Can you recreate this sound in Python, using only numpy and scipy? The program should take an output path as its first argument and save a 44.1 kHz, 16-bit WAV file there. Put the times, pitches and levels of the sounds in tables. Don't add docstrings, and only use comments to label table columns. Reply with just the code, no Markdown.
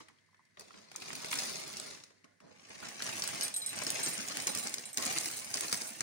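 import sys
import numpy as np
from scipy import signal
from scipy.fft import rfft, irfft
from scipy.io import wavfile
from scipy.ndimage import uniform_filter1d

SR = 44100
rng = np.random.default_rng(int(sys.argv[2]) if len(sys.argv) > 2 else 0)


def file_out(sig):
    cols = np.atleast_2d(sig).T
    lim = np.clip(cols, -1, 1)
    pcm = np.round(lim * 32767).astype(np.int16)
    wavfile.write(sys.argv[1], SR, pcm)


N = 265771
TIME = np.arange(N) / SR
LOW_MODES_HZ, HIGH_MODES_HZ = 6000, 10500

# (frequency [Hz], gain [dB])
SNAP_SPECTRUM = [(30, -9), (130, 9.5), (1000, -5), (2200, 1), (3400, -7.5), (4600, -2.5), (7000, -4),
                 (9500, -2), (11500, -13.5), (13500, -22), (15000, -11.5)]
# (frequency [Hz], level [dB])
BOWL_MODES = [(3381, -24), (4000, -4.5), (4985, -19), (7372, -6), (7709, -6.5), (8185, 1), (8210, -11),
              (8662, -3), (9108, -2), (9550, -7), (9815, -7.5), (11055, -12.5), (11266, -10),
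              (11991, -11.5), (13265, -17), (13527, -23), (14573, -30)]


def crinkle(level_db, fine_db, rate_per_s=1800, spread_db=5.5, q=1.64, fine_hz=9000):
    # (frequency [Hz], gain [dB])
    upright = [(410, -34), (700, -7), (757, -4.5), (1090, -9.5), (1710, -1), (2270, 2.5), (2990, -1),
               (4430, 6), (6480, 4.5), (7790, -2), (9600, -0.5), (12500, -26), (13700, -15), (15000, -15.5),
               (16000, -15)]
    tipped = [(410, -26.5), (700, -8.5), (958, -14), (1090, -11), (1360, -11.5), (2270, -3.5), (3460, -8.5),
              (5120, -4.5), (6570, -3.5), (7790, -10.5), (9230, -8), (10800, -21), (13300, -31.5),
              (15000, -20), (16000, -26)]
    buckles = clicks(rate_per_s, spread_db)
    rings = sum(band(buckles * rng.standard_normal(N), hz, q) / np.sqrt(hz)
                for hz in np.geomspace(700, 15000, num=12))
    sound = tilt_colour(rings, upright, tipped)
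    top = signal.sosfiltfilt(signal.butter(2, fine_hz, "high", fs=SR, output="sos"), sound)
    return (sound + top * (undb(fine_db - level_db) - 1)) * undb(level_db)


def crease_snaps(q=1.73, burst_s=0.0018, edge=2.16, edge_s=.0007, rattle_t60_s=0.048, size=2000):
    # (time [s], level [dB], centre [Hz], crack gain [dB], rattle [0-1])
    snaps = [(0.084, -47.5, 3600, -16, .25), (.452, -60, 5200, -3, .3), (0.5948, -35, 5100, 6, 0.5),
             (.608, -39, 4830, -3, 0.26), (0.915, -39, 4300, -14, 0.24), (0.9598, -26, 6600, -3, 0.14),
             (1.021, -35.5, 3980, -12, 0.5), (1.0824, -34, 4600, -11, 0), (1.1296, -29, 4480, 4, 0.33),
             (1.1524, -27, 6200, 10, 0.2), (1.245, -29, 4070, -8, 0.4), (1.258, -32, 6000, -6, 0),
             (1.3147, -25, 5000, -14, 0.05), (1.354, -26, 5800, -15, 0.11), (1.387, -22.5, 5500, -6, .2),
             (1.4, -29, 6500, -6, 0.2), (1.435, -27.5, 6000, -8, 0.2), (1.556, -29.5, 5360, -14, 0),
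             (1.7688, -28.5, 5760, -8, 0), (1.798, -26.5, 5670, -11, 0), (2.0365, -38, 5800, -14, 0.2),
             (2.243, -51, 4000, -14, 0.37), (2.4026, -51.5, 4600, -15, 0.4), (2.8865, -32.5, 6000, 1, 0.2),
             (3.0215, -22, 5270, -5, 0.14), (3.0733, -27.5, 4800, -4, 0.4), (3.091, -29, 4970, -15, 0.1),
             (3.2208, -20.5, 5500, -8, 0.05), (3.2378, -20.5, 5260, 0, 0.26), (3.2746, -20, 6400, 10, 0.4),
             (3.4097, -19, 5700, -1, 0.15), (3.422, -25, 5940, -8, 0), (3.424, -26, 5940, -1, .1),
             (3.447, -28.5, 5200, -12, 0.5), (3.48, -25.5, 7000, -3, .1), (3.7877, -26, 5800, 3, 0),
             (3.819, -28, 6000, -6, 0), (3.835, -26.5, 8700, -10, 0), (3.866, -21, 5150, -9, 0.4),
             (3.9024, -16.5, 6600, 4, 0), (3.969, -33, 7000, -5, 0), (4.005, -33, 6200, -3, 0),
             (4.061, -21.5, 6200, -6, 0), (4.073, -29, 6500, -7, 0), (4.178, -27, 7000, -9, 0.05),
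             (4.2843, -24.5, 6560, -7, 0), (4.3697, -17, 6150, 7, 0), (4.4, -25.5, 6000, -4, 0.5),
             (4.4698, -15, 6000, 3, 0.27), (4.479, -27, 7370, -2, 0.5), (4.549, -19.5, 7800, 8, 0),
             (4.573, -22, 6700, 2, 0.1), (4.5855, -25, 6200, -3, .1), (4.671, -22.5, 6900, -7, 0.1),
             (4.74, -19.5, 6600, -2, 0.18), (4.782, -25.5, 5330, -5, 0), (4.943, -33, 7000, 3, 0.1),
             (4.9725, -14.5, 5590, 5, 0.2), (4.981, -21, 6040, 0, 0), (5.0235, -22.5, 5500, -8, 0),
             (5.0513, -21.5, 7500, 0, 0.1), (5.0595, -25, 5570, -9, 0.1), (5.1125, -25, 6000, -6, 0),
             (5.177, -23, 5470, -8, 0), (5.184, -17, 5940, -9, 0), (5.257, -21, 5900, 1, 0.4),
             (5.5408, -18.5, 5700, -14, 0.05), (5.5707, -23.5, 5820, -14, 0), (5.6073, -19, 6900, 0, 0),
             (5.6433, -33, 7480, -5, 0), (5.682, -27, 5900, -7, 0), (5.717, -29, 6500, -5, 0),
             (5.7263, -14.5, 5300, 2, 0.2), (5.7424, -21, 5500, -6, 0.1), (5.8173, -26, 5700, -16, 0),
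             (6.006, -18, 5500, -8, 0)]
    track, t = np.zeros(N), np.arange(size) / SR
    flip = t / burst_s * np.exp(-(t / burst_s) ** 2)
    for s, db, hz, crack_db, rattle in snaps:
        burst = rng.choice([-1, 1], size) * np.hypot(flip, rattle * fade(t, rattle_t60_s))
        burst[int(edge_s * SR)] = edge
        ring = band(band(burst, hz, q), hz, q / 2)
        body_db = -10.5 - 74 * np.log2(hz / 5500)
        body = undb(body_db) * band(burst, hz=1860, q=0.39)
        crack = undb(crack_db) * band(burst, hz=12500, q=0.84)
        sound = ring + body + crack
        add(track, s, undb(db) * sound / np.std(sound[:132]))
    return colour(track, SNAP_SPECTRUM)


def crease_ticks(fine_db, offset_db=-8, rate_per_s=55, spread_db=3.0, t60_s=0.0049, size=400):
    decay = fade(np.arange(size) / SR, t60_s)
    bursts = signal.fftconvolve(clicks(rate_per_s, spread_db), decay)[:N] * rng.standard_normal(N)
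    ticks = colour(band(bursts, hz=11000, q=1.07), SNAP_SPECTRUM)
    return unit(ticks) * undb(fine_db + offset_db)


def wall_pops(q=1.0, rise_s=0.00045, size=6000):
    # (time [s], level [dB], centre [Hz], t60 [s])
    pops = [(.004, -39, 1470, 0.054), (0.084, -45.5, 1710, 0.045), (.185, -54, 2300, .03),
            (0.344, -49.5, 1780, .02), (0.571, -41, 1900, 0.022), (0.706, -41, 1600, .015),
            (0.74, -42, 1870, 0.033), (0.953, -35, 1360, 0.018), (1.103, -29, 1580, 0.017),
            (1.328, -17.5, 1680, .02), (2.104, -51, 1720, .02), (2.241, -50, 1900, .04),
            (2.401, -51, 1200, .04), (2.826, -34, 1400, 0.11), (2.865, -37, 1800, .06),
            (3.003, -27, 2040, .015), (3.086, -32.5, 1300, .03), (3.333, -32, 990, 0.018),
            (4.468, -35, 1650, .02), (5.727, -37, 538, .02)]
    track, t = np.zeros(N), np.arange(size) / SR
    for s, db, hz, t60_s in pops:
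        burst = rng.choice([-1, 1], size) * fade(t, t60_s) * rise(t, rise_s)
        sound = band(band(burst, hz, q), hz, q)
        add(track, s, undb(db) * sound / np.abs(sound).max())
    return track


def handling(easy_db=-50):
    # (time [s], level [dB])
    lift = [(0, -58), (.06, -80), (.13, -81.5), (.53, -85), (.6, -67.5), (.78, -64.5), (.89, -68.5),
            (1.02, -53.5), (1.29, -50), (1.34, -43), (1.42, -44.5), (1.62, -50.5), (1.93, -53), (2.07, -75),
            (2.38, -85.5)]
    pour = [(2.54, -67.5), (2.76, -56), (2.81, -56), (2.835, -52), (2.95, -54.5), (3.06, -47),
            (3.45, -46.5), (3.54, -59.5), (3.68, -53.5), (3.93, -45.5), (4.23, -49.5), (4.62, -50),
            (4.82, -57), (4.885, -55.5), (4.925, -65.5), (4.962, -56), (4.99, -53), (5.06, -47.5),
            (5.25, -48), (5.48, -53.5), (5.59, -50), (5.85, -52.5), (5.97, -57)]
    effort_db, slump = np.interp(TIME, *np.transpose(lift + pour)), slumps()
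    extra_db = effort_db - easy_db
    jolt_crinkle = undb(5 + 0.64 * extra_db) * slump
    crinkle_db = 20 * np.log10(np.hypot(undb(effort_db), jolt_crinkle))
    heap_db = 4.5 * np.maximum(TIME - 3.39, 0)
    fine_db = effort_db + 6 + 0.63 * extra_db + heap_db
    shifting_db = np.interp(tilt(), [0, 1], [-55.5, -57]) + 0.89 * extra_db
    shuffle_db = 20 * np.log10(np.hypot(undb(shifting_db), slump))
    return crinkle_db, fine_db, shuffle_db


def slumps(rise_s=0.01, t60_s=0.032):
    # (time [s], level [dB], slide length [s])
    jolts = [(0, -61.5, 0.01), (0.094, -77, 0.012), (.575, -60, 0.044), (.74, -61.5, 0.052),
             (2.103, -64.5, 0.0074), (2.243, -60, 0.0094), (2.405, -63.5, 0.12), (2.696, -55.5, 0.019),
             (2.825, -55, 0.048), (3.04, -58.5, 0.053), (3.33, -51.5, 0.0083), (3.44, -62, 0.042),
             (3.72, -54.5, 0.081), (3.815, -47, 0.0085), (3.87, -49, 0.014), (3.95, -52.5, 0.065),
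             (4.063, -44, 0.011), (4.184, -51, 0.024), (4.291, -50, 0.03), (4.371, -53, 0.042),
             (4.462, -48, 0.037), (4.55, -51.5, 0.032), (4.649, -49.5, 0.03), (4.77, -56.5, 0.025),
             (4.972, -49, 0.07), (5.057, -49, 0.061), (5.15, -51, 0.028), (5.548, -50.5, 0.03),
             (5.616, -50.5, 0.034), (5.725, -45, 0.0094), (5.796, -54.5, 0.023), (6.003, -47.5, 0.024)]
    power = 0
    for s, db, slide_s in jolts:
        attack = np.clip((TIME - s) / rise_s + .5, 0, 1)
        decay = fade(np.maximum(TIME - s - slide_s, 0), t60_s)
        power += (undb(db) * attack * decay) ** 2
    return np.sqrt(power)


def tilt(start_s=2.17, length_s=0.39):
    return np.clip((TIME - start_s) / length_s, 0, 1)


def tilt_colour(x, upright, tipped):
    sound = (1 - tilt()) * colour(x, upright) + tilt() * colour(x, tipped)
    running_power = uniform_filter1d(sound ** 2, size=3000)
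    return sound / np.sqrt(running_power + 1e-4 * np.mean(sound ** 2))


def bowl_strikes(favoured_db=6, missed_db=-13):
    # (time [s], level [dB], low modes [dB], high modes [dB], favoured [Hz], missed [Hz])
    strikes = [(3.431, -26.5, 3, 7, 9550, 11266), (3.447, -35, 13, -6, 3381, 4000),
               (3.5397, -31.5, 0, -4, 8662, 9550), (3.5627, -26.5, -3, 0, 8662, 9108),
               (3.6174, -35, 10, 0, 7372, 8662), (3.661, -28, 1.5, -7, 8185, 11055),
               (3.6907, -34, 4, 4, 8185, 9550), (3.756, -39, -9, -2, 8185, 9108),
               (4.0312, -26, -6, -8, 8185, 8662), (4.0824, -34, -6, 6, 9108, 8185),
               (4.1306, -32.5, -8, -7, 9550, 7709), (4.42, -39, -9, 1, 9108, 9550),
               (4.49, -34, 2, 1, 9108, 8662), (4.584, -31.5, -5.5, 1, 9550, 9108),
               (4.635, -35, -4, -6, 9815, 9550), (4.854, -37, -9, -9, 7372, 8185),
               (4.888, -49, -7, -3, 9108, 8185), (4.997, -41, -7, -4, 7372, 8662),
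               (5.32, -43, -9, -8, 8185, 9108), (5.366, -37.5, -7, -2, 9815, 9550)]
    track = np.zeros(N)
    hz, mode_db = np.transpose(BOWL_MODES)
    for s, db, low_db, high_db, favoured_hz, missed_hz in strikes:
        weights_db = mode_db + (hz < LOW_MODES_HZ) * low_db + (hz > HIGH_MODES_HZ) * high_db
        weights_db[np.argmin(np.abs(hz - favoured_hz))] += favoured_db
        weights_db[np.argmin(np.abs(hz - missed_hz))] += missed_db
        add(track, s, undb(db) * stick_landing(weights_db))
    return track


def bowl_grazes(start_s=3.78, end_s=5.9, count=26, level_db=-46, spread_db=3, low_db=-9, place_db=5):
    track = np.zeros(N)
    hz, mode_db = np.transpose(BOWL_MODES)
    for s in start_s + (end_s - start_s) * (np.arange(count) + rng.random(count)) / count:
        weights_db = mode_db + (hz < LOW_MODES_HZ) * low_db + place_db * rng.standard_normal(len(hz))
        add(track, s, undb(level_db + spread_db * rng.standard_normal()) * stick_landing(weights_db))
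    return track


def stick_landing(mode_db, median_t60_s=0.14, place_db=2, chatter_db=-17, clack_db=-11, size=9000):
    t, hz = np.arange(size) / SR, np.transpose(BOWL_MODES)[0]
    weights = undb(mode_db + place_db * rng.standard_normal(len(hz))) * rng.choice([-1, 1], len(hz))
    damping = np.sqrt(hz / np.median(hz))[:, None]
    modes = np.sin(2 * np.pi * hz[:, None] * t) * fade(t * damping, median_t60_s)
    ring = weights @ modes / np.linalg.norm(weights)
    chatter = band_noise(size, hz=9000, q1=2.5, q2=1) * fade(t, t60_s=.12)
    stick_hz = 5200 * rng.uniform(.8, 1.25)
    clack = band_noise(size, stick_hz, q1=1.6, q2=0.81) * fade(t, t60_s=0.042)
    return (ring + undb(chatter_db) * chatter + undb(clack_db) * clack) * rise(t, rise_s=.0003)


def stick_shuffle(level_db, rate_per_s=1400, spread_db=3):
    # (frequency [Hz], gain [dB])
    upright = [(18, -54), (30, -41), (102, -10), (167, -2), (287, -3), (327, -5.5), (392, 1), (493, -3.5),
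               (630, 0), (754, -13.5), (1100, -7.5), (1500, -10), (1950, -44), (3300, -120)]
    tipped = [(18, -71), (30, -55), (86, -7.5), (236, -1), (462, -5), (673, -1), (767, -17.5), (846, -1),
              (918, -15), (1100, -7), (1360, -19.5), (1500, -11.5), (1950, -12.5), (3300, -120)]
    return tilt_colour(clicks(rate_per_s, spread_db), upright, tipped) * undb(level_db)


def clump_thuds(t60_s=.075, rise_s=.004, roughness=0.435, q=1.3, size=7000):
    # (time [s], level [dB], pitch [Hz])
    thuds = [(.005, -54, 320), (.112, -64, 300), (2.44, -55, 169.8), (2.825, -45, 215), (3.331, -40.5, 210),
             (3.805, -48, 109), (3.868, -44, 306), (4.083, -42.5, 172), (4.185, -45, 205),
             (4.296, -48, 270), (4.376, -40, 267), (4.468, -39.5, 344), (4.494, -45, 235),
             (4.557, -38, 230), (4.649, -44, 220), (4.975, -39, 250), (5.058, -42, 277), (5.158, -43, 330),
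             (5.553, -42.5, 265), (5.728, -41.5, 193), (5.906, -46.5, 230)]
    track, t = np.zeros(N), np.arange(size) / SR
    for s, db, hz in thuds:
        jostle = roughness * band_noise(size, hz, q, q)
        sound = (np.sin(2 * np.pi * hz * t) + jostle) * fade(t, t60_s) * rise(t, rise_s)
        add(track, s, undb(db) * sound / np.abs(sound).max())
    return track


def hollow_taps(t60_s=0.033, rise_s=.001, size=4000):
    # (time [s], level [dB])
    taps = [(0.099, -50), (.288, -61), (0.33, -58), (0.344, -62), (.393, -52.5), (0.405, -58)]
    # (frequency [Hz], level [dB])
    modes = [(935, -4.5), (1040, 4), (1157, -6), (1960, -5)]
    track, t = np.zeros(N), np.arange(size) / SR
    ring = sum(undb(db) * np.sin(2 * np.pi * hz * t) for hz, db in modes)
    ring *= fade(t, t60_s) * rise(t, rise_s)
    for s, db in taps:
        add(track, s, undb(db) * ring / np.abs(ring).max())
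    return track


def kitchen(x, near_db, room_db, correlation=0.0043, near_t60_s=0.026, room_t60_s=0.52, hop=1500):
    # (time [s], right port delay [s])
    port_lag = [(0, .00095), (1.5, .0008), (3, .00066), (6, .0005)]
    size = 8000
    t, stereo = np.arange(size) / SR, np.zeros((2, N))
    near = fade(t, near_t60_s) * (t > .0004)
    far = fade(t, room_t60_s) * (t > .006)
    echoes = np.hypot(undb(near_db) * unit(near), undb(room_db) * unit(far)) / np.sqrt(size)
    window, padded = signal.get_window("hann", 2 * hop), np.pad(x, (0, 2 * hop))
    for start in range(0, N, hop):
        piece = padded[start:start + 2 * hop] * window
        if start == 0:
            piece[:hop] = x[:hop]
        if np.abs(piece).max() > 1e-6:
            paths = echoes * rng.standard_normal((2, size))
            paths[1] = correlation * paths[0] + np.sqrt(1 - correlation ** 2) * paths[1]
            paths[:, 0] = 1
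            left, right = signal.fftconvolve(piece[None], paths, axes=1)
            s = start / SR
            add(stereo[0], s, left)
            add(stereo[1], s + np.interp(s, *np.transpose(port_lag)), right)
    return stereo / np.sqrt(1 + np.sum(echoes ** 2))


def room_tone(hiss_db=-79, hum_hz=98.4, hum_db=-86.5, whirr_db=-78, waver_per_s=14):
    # (frequency [Hz], gain [dB])
    spectrum = [(15, -27), (25, -7), (44, -26), (73, -9), (103, 4), (150, 4.5), (219, 4.5), (300, -4),
                (440, -10), (879, -27), (1750, 3), (2300, -15), (2780, -12), (6900, -14.5), (9520, -14),
                (13500, -37), (15000, -29)]
    common, left, right = (unit(colour(rng.standard_normal(N), spectrum)) for _ in range(3))
    hiss = common + undb(-2) * np.array([left, right])
    hum = np.sqrt(2) * np.sin(2 * np.pi * hum_hz * TIME)
    waver_db = np.interp(TIME * waver_per_s, np.arange(N), rng.uniform(-4, 4, N))
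    whirr = band_noise((2, N), hz=2030, q1=9, q2=4.5)
    return undb(hiss_db) * hiss + undb(hum_db) * hum + undb(whirr_db + waver_db) * whirr


def undb(db):
    return 10 ** (np.asarray(db) / 20)


def unit(x):
    return x / np.sqrt(np.mean(x ** 2))


def rise(t, rise_s):
    return 1 - np.exp(-t / rise_s)


def fade(t, t60_s):
    return np.exp(-np.log(1000) * t / t60_s)


def band(x, hz, q):
    return signal.lfilter(*signal.iirpeak(hz, max(q, hz / SR * 3), fs=SR), x)


def band_noise(shape, hz, q1, q2):
    return unit(band(band(rng.standard_normal(shape), hz, q1), hz, q2))


def colour(x, points, size=4096):
    hz, db = np.transpose(points)
    grid_hz = np.maximum(np.arange(size // 2 + 1) * SR / size, 1)
    gain = undb(np.interp(np.log(grid_hz), np.log(hz), db))
    cepstrum = irfft(np.log(gain))
    cepstrum[1:size // 2] *= 2
    cepstrum[size // 2 + 1:] = 0
    return signal.fftconvolve(x, irfft(np.exp(rfft(cepstrum))))[:N]


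def clicks(rate_per_s, spread_db):
    sizes = undb(spread_db * np.minimum(rng.standard_normal(N), 2))
    return (rng.random(N) < rate_per_s / SR) * sizes * rng.choice([-1, 1], N)


def add(track, time_s, sound):
    start = int(time_s * SR)
    track[start:start + len(sound)] += sound[:N - start]


def scene():
    crinkle_db, fine_db, shuffle_db = handling()
    film = undb(5) * kitchen(crinkle(crinkle_db, fine_db), near_db=11.5, room_db=6.5)
    contents = undb(3.5) * kitchen(stick_shuffle(shuffle_db), near_db=-1, room_db=-1, correlation=0.28)
    creases = undb(-3.5) * kitchen(crease_snaps() + crease_ticks(fine_db), near_db=-4, room_db=-9)
    walls = undb(-2) * kitchen(wall_pops() + hollow_taps() + clump_thuds(), near_db=-6, room_db=-7)
    china = undb(0.5) * kitchen(bowl_strikes() + bowl_grazes(), near_db=-9, room_db=-16, hop=3000)
    return film + contents + creases + walls + china + room_tone()


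def record(dry, cutoff_hz=15750):
    # (frequency [Hz], left minus right [dB])
    balance = [(40, -10), (120, -8), (300, -5), (650, -7), (1300, -3), (2100, 4), (3200, -1), (4700, 4),
               (6500, 1), (8200, -3), (9500, -9), (11000, -6), (12500, -12), (15000, -14)]
    ports = [colour(x, [(hz, side * db / 2) for hz, db in balance]) for x, side in zip(dry, (1, -1))]
    return signal.sosfilt(signal.ellip(10, .2, 80, cutoff_hz, fs=SR, output="sos"), ports)


dry = scene()
out = record(dry)
file_out(out)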